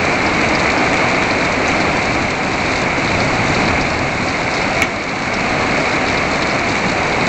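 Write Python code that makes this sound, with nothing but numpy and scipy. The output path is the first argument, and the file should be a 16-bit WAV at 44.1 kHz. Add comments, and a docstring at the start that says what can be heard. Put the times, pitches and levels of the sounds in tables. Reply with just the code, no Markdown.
"""A wooden deck in heavy rain, with plastic buckets standing on it; microphone under the eaves. Far drops merge
into a wash; nearer ones patter on the boards, drum on the buckets, ping brightly and splash in standing water.
The patter follows one downpour; a low rumble beneath swells once. Fat drops smack on plastic close to the
microphone; the hardest overloads the recorder, whose gain control ducks for about 0.7 s."""
import sys
import numpy as np
from scipy import signal
from scipy.fft import rfft, irfft
from scipy.io import wavfile
from scipy.ndimage import map_coordinates

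SR = 44100
rng = np.random.default_rng(int(sys.argv[2]) if len(sys.argv) > 2 else 0)


def dump_mix(stems):
    """Bounce the given channels to the path in sys.argv[1] as a 16-bit WAV at rate SR."""
    frames = np.atleast_2d(stems).T  # one column per channel
    limited = np.clip(frames, -1, 1)  # hard clip at full scale
    pcm = np.round(limited * 32767).astype(np.int16)
    wavfile.write(sys.argv[1], SR, pcm)


N = 321048


def amp(db):
    """Decibels to gain."""
    return 10 ** (np.asarray(db) / 20)


def unit(x):
    """Scale to rms 1."""
    return x / np.sqrt(np.mean(x ** 2) + 1e-20)


def wobble(rate):
    """A smooth random curve, rate knots a second."""
    return map_coordinates(rng.standard_normal(int(N * rate / SR) + 4), [np.arange(N) * rate / SR])


def coloured(x, spectrum, size=8192):
    """x through the causal filter that has this spectrum (f/Hz, level/dB)."""
    hz, db = np.transpose(spectrum)
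    bin_db = np.interp(np.log(np.fft.rfftfreq(size, 1 / SR) + 1), np.log(hz + 1), db)
    cepstrum = irfft(np.log(amp(bin_db)))
    cepstrum[1:size // 2] *= 2  # fold to minimum phase
    cepstrum[size // 2 + 1:] = 0
    return signal.fftconvolve(x, irfft(np.exp(rfft(cepstrum))))[:N]


def fade(t60):
    """A quarter second of exponential decay."""
    return 1000 ** (-np.arange(SR // 4) / SR / t60)


def ring(hz, t60):
    """One damped mode."""
    return fade(t60) * np.sin(2 * np.pi * hz * np.arange(SR // 4) / SR)


def add(track, s, sound):
    """Mix a sound into the track at time s."""
    room = track[int(s * SR):][:len(sound)]
    room += sound[:len(room)]


def impacts(rate, spread_db):
    """Drops landing at random, rate a second: many small, a few large."""
    lands = rng.random(N) < rate / SR
    return lands * amp(spread_db * np.minimum(rng.standard_normal(N), 2))


def patter(rate, spread_db, splash_t60, wash_db):
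    """Each impact bursts into a short spray; the far drops merge into a wash beneath."""
    energy = np.abs(signal.fftconvolve(impacts(rate, spread_db) ** 2, fade(splash_t60) ** 2)[:N])
    near = unit(np.sqrt(energy) * rng.standard_normal(N))
    return near + amp(wash_db) * rng.standard_normal(N)


def struck_mode(hz, t60, rate):
    """One damped mode, rung by its own random drops."""
    kicks = impacts(rate, spread_db=4) * rng.choice([-1, 1], N)
    return signal.fftconvolve(kicks, ring(hz, t60))[:N]


# Spectrum of the background rumble: f/Hz, relative level/dB
RUMBLE_SPECTRUM = [(10, -16), (25, -6), (48, -5), (72, -1.5), (115, 1.5), (200, -4), (400, -29),
                   (1500, -74)]
def rumble(level_db=-30.4, swell_db=4.8, swell_at_s=2.99):
    """A low, slowly heaving rumble under the downpour; once it rises, holds and sinks back."""
    corners_s = swell_at_s + np.cumsum([0, 0.16, 0.62, 0.45])  # rise, hold, fall
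    swell = np.interp(np.arange(N) / SR, corners_s, [0, 1, 1, 0])
    gain = amp(level_db + swell_db * swell + 0.8 * wobble(6))
    return gain * unit(coloured(rng.standard_normal(N), RUMBLE_SPECTRUM))


# Spectrum of the wet boards, near and far: f/Hz, relative level/dB
BOARD_SPECTRUM = [(40, -25.5), (130, -8.5), (270, 0.5), (440, -2.5), (720, -2), (870, -3.5), (1150, -4.5),
                  (1650, -7), (2200, -7), (2700, -12.5), (3300, -22.5), (5000, -35)]
def deck():
    """Dull taps on the wet boards, so dense that they almost merge."""
    taps = patter(rate=2200, spread_db=2.5, splash_t60=0.0068, wash_db=4)
    return unit(coloured(taps, BOARD_SPECTRUM))


# Modes of the buckets out on the deck: f/Hz, relative level/dB, t60/s
BUCKET_MODES = [(188.5, -2, .12), (257, -0.5, 0.17), (309, -4.5, 0.11), (619.5, -2, 0.072),
                (686, -1.5, 0.061), (755.4, 0.5, .08)]
def buckets():
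    """Drops drum on the buckets and ring their hollow notes."""
    return unit(sum(amp(db) * unit(struck_mode(hz, t60, rate=70)) for hz, db, t60 in BUCKET_MODES))


# Tone of the bright patter at the microphone, peaking near 2.2 kHz: f/Hz, relative level/dB
BRIGHT_PATTER_TONE = [(1200, -37), (1850, -15.5), (2050, -3.5), (2200, 1.5), (2350, 0), (2600, -7),
                      (2950, -27), (3500, -27), (6000, -46.5)]
def bright_patter():
    """Bright patter and short pings of drops, ringing near 2.2 kHz."""
    taps = patter(rate=900, spread_db=3.5, splash_t60=0.0061, wash_db=1.5)
    blur = unit(coloured(taps, BRIGHT_PATTER_TONE))
    ping_modes = [(2130, 0.027), (2230, 0.019), (2340, 0.013)]
    pings = unit(sum(struck_mode(hz, t60, rate=40) for hz, t60 in ping_modes))
    return unit(blur + amp(-6.5) * pings) * amp(0.7 * wobble(12))


# Tone of the fine rain crackle as the microphone hears it, brightest near 4.2 kHz:
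# f/Hz, relative level/dB
CRACKLE_TONE = [(1500, -26.5), (3200, -17.5), (3600, -1.5), (3950, 2.5), (4400, 2.5), (5000, -5.5),
                (6200, -5.5), (7400, -7.5), (9000, -14.5)]
def crackle():
    """Drops burst on the film of water and throw off a fine crackle."""
    bursts = patter(rate=160, spread_db=7.5, splash_t60=0.035, wash_db=3)
    ticks = unit(impacts(rate=580, spread_db=5) * rng.choice([-1, 1], N))
    return unit(coloured(bursts + amp(-3) * ticks, CRACKLE_TONE)) * amp(0.7 * wobble(8))


def plip(hz, t60, fall, fall_s):
    """The pocket of air under a splash rings briefly; its pitch falls as the crater widens."""
    t = np.arange(SR // 25) / SR
    settling = np.exp(-t / fall_s)
    phase = 2 * np.pi * np.cumsum(hz * (1 + fall * settling)) / SR
    tone = np.sin(phase) * fade(t60)[:len(t)] * (1 - settling)
    return tone / np.abs(tone).max()


def splash(hz):
    """A plip, a second smaller one just after it, and a short sizzle of droplets."""
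    second_hz = hz * np.exp(0.1 * rng.standard_normal())
    delay_s, fall = rng.uniform(0.004, 0.011), rng.uniform(0, 0.36)
    band = signal.butter(3, [0.85 * hz, 1.3 * hz], 'band', fs=SR, output='sos')
    sizzle = signal.sosfilt(band, rng.standard_normal(SR // 4))
    out = amp(-10.5) * unit(sizzle) * fade(t60=0.094)
    add(out, 0, plip(hz, t60=0.0088, fall=fall, fall_s=0.00081))
    add(out, delay_s, amp(-8.5) * plip(second_hz, t60=0.009, fall=fall / 2, fall_s=0.0021))
    return out


# Splashes nearest the microphone: t/s, relative level/dB, f/Hz
NEAR_SPLASHES = [(0.2628, -15, 4350), (0.5511, -12, 4440), (1.3094, -12.5, 4160), (1.6796, -14, 6160),
                 (3.0749, -14, 3830), (3.2036, -12.5, 4230), (3.5465, -14, 4380), (3.6775, -13.5, 4000),
                 (3.8124, -13, 4520), (4.2847, -15, 4400), (5.3413, -14, 4670), (6.0761, -14, 3940),
                 (6.1739, -13, 3930), (6.4238, -11.5, 3860), (6.4966, -15.5, 4180), (7.1242, -16, 3890)]
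def splashes(far_count=110, faintest_db=-29, lowest_hz=3840):
    """Near drops land in the standing water on the deck; fainter ones fall farther off."""
    out = np.zeros(N)
    for s, db, hz in NEAR_SPLASHES:
        add(out, s, amp(db - 4.5) * splash(hz))
    for when, size, pitch in rng.random(size=(far_count, 3)):
        db = faintest_db + 8 * size ** 2  # most stay faint
        hz = lowest_hz + 1100 * pitch ** 3  # a few ring higher
        add(out, when * N / SR, amp(db) * splash(hz))
    return out


# Modes of the hard plastic close to the microphone: f/Hz, relative level/dB, t60/s
PLASTIC_MODES = [(1400, -9, 0.019), (1930, -2.5, 0.014), (2266, 7.5, 0.02), (2650, -2, .016),
                 (3240, -9.5, 0.0089), (6130, -1.5, 0.005)]
# Fat drops landing on it: t/s, level/dB
FAT_DROPS = [(0.446, -8), (0.932, -6.5), (0.942, -7), (1.225, -8), (1.717, -9.5), (4.8205, 6), (4.830, -5),
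             (6.085, -7.5), (6.755, -8), (6.766, -9.5)]
def smacks(eaves_delay_s=0.004, eaves_db=-4, eaves_top_hz=3800):
    """A fat drop cracks on plastic; the wall and eaves answer a moment later, duller."""
    out = np.zeros(N)
    dull = signal.butter(2, eaves_top_hz, fs=SR, output='sos')
    modes = sum(amp(db) * ring(hz, t60) for hz, db, t60 in PLASTIC_MODES)
    for s, db in FAT_DROPS:
        crack = amp(-14) * fade(t60=0.012) * rng.standard_normal(len(modes))
        blow = modes / np.abs(modes).max() + crack
        eaves = fade(t60=0.17) * rng.standard_normal(len(blow))
        answer = signal.fftconvolve(blow, eaves / np.linalg.norm(eaves))[:len(blow)]
        add(out, s, amp(db) * blow)
        add(out, s + eaves_delay_s, amp(db + eaves_db) * signal.sosfilt(dull, answer))
    return out


# Strength of the downpour on the deck: t/s, level/dB about its usual strength
DOWNPOUR = [(0.0, 0.6), (0.55, 1.5), (0.95, 1.8), (1.4, 0.3), (1.9, 0.95), (2.4, -2), (2.75, -0.55),
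            (3.65, 0.95), (4.1, -2.5), (4.65, -0.5), (5.8, 0.67), (6.6, -1.0), (7.28, 0.7)]
def scene(deck_db=-20, buckets_db=-27, bright_db=-25.5, crackle_db=-32):
    """From under the eaves: four layers of rain swell and ease together behind the close drops."""
    rain_db = np.interp(np.arange(N) / SR, *np.transpose(DOWNPOUR))
    rain = amp(deck_db + rain_db) * deck()
    rain += amp(buckets_db + rain_db) * buckets()
    rain += amp(bright_db + 1.15 * rain_db) * bright_patter()
    rain += amp(crackle_db + 0.35 * rain_db) * crackle()
    return (rain + rumble() + splashes() + smacks())[None]


def gain_control(x, threshold_db, depth_db, attack_s, hold_s, release_s):
    """An overload turns the gain down; it stays down a moment and then creeps back."""
    t = np.arange(N) / SR
    overloaded = np.abs(x) > amp(threshold_db)
    since_s = t - np.maximum.accumulate(np.where(overloaded, t, -np.inf))
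    duck = np.clip(1 - (since_s - hold_s) / release_s, 0, 1)
    pole = np.exp(-1 / (attack_s * SR))
    return x * amp(-depth_db * signal.lfilter([1 - pole], [1, -pole], duck))


# Response of the microphone, rolling off in the treble: f/Hz, level/dB
MIC_RESPONSE = [(7200, 2), (7600, 0.5), (8000, -1.5), (8400, -7.5), (8750, -17.5), (9100, -35.5),
                (9600, -71)]
def record(dry, top_hz=15800):
    """The mono microphone loses the top treble; the recorder ducks after an overload, and clips."""
    x = coloured(dry[0], MIC_RESPONSE)
    x = gain_control(x, threshold_db=3.0, depth_db=4.5, attack_s=0.04, hold_s=0.2, release_s=0.48)
    x = np.clip(x, -0.7, 0.7)
    passband = np.fft.rfftfreq(N, 1 / SR) < top_hz
    return irfft(rfft(x) * passband, N)[None]


dry = scene()
out = record(dry)
dump_mix(out)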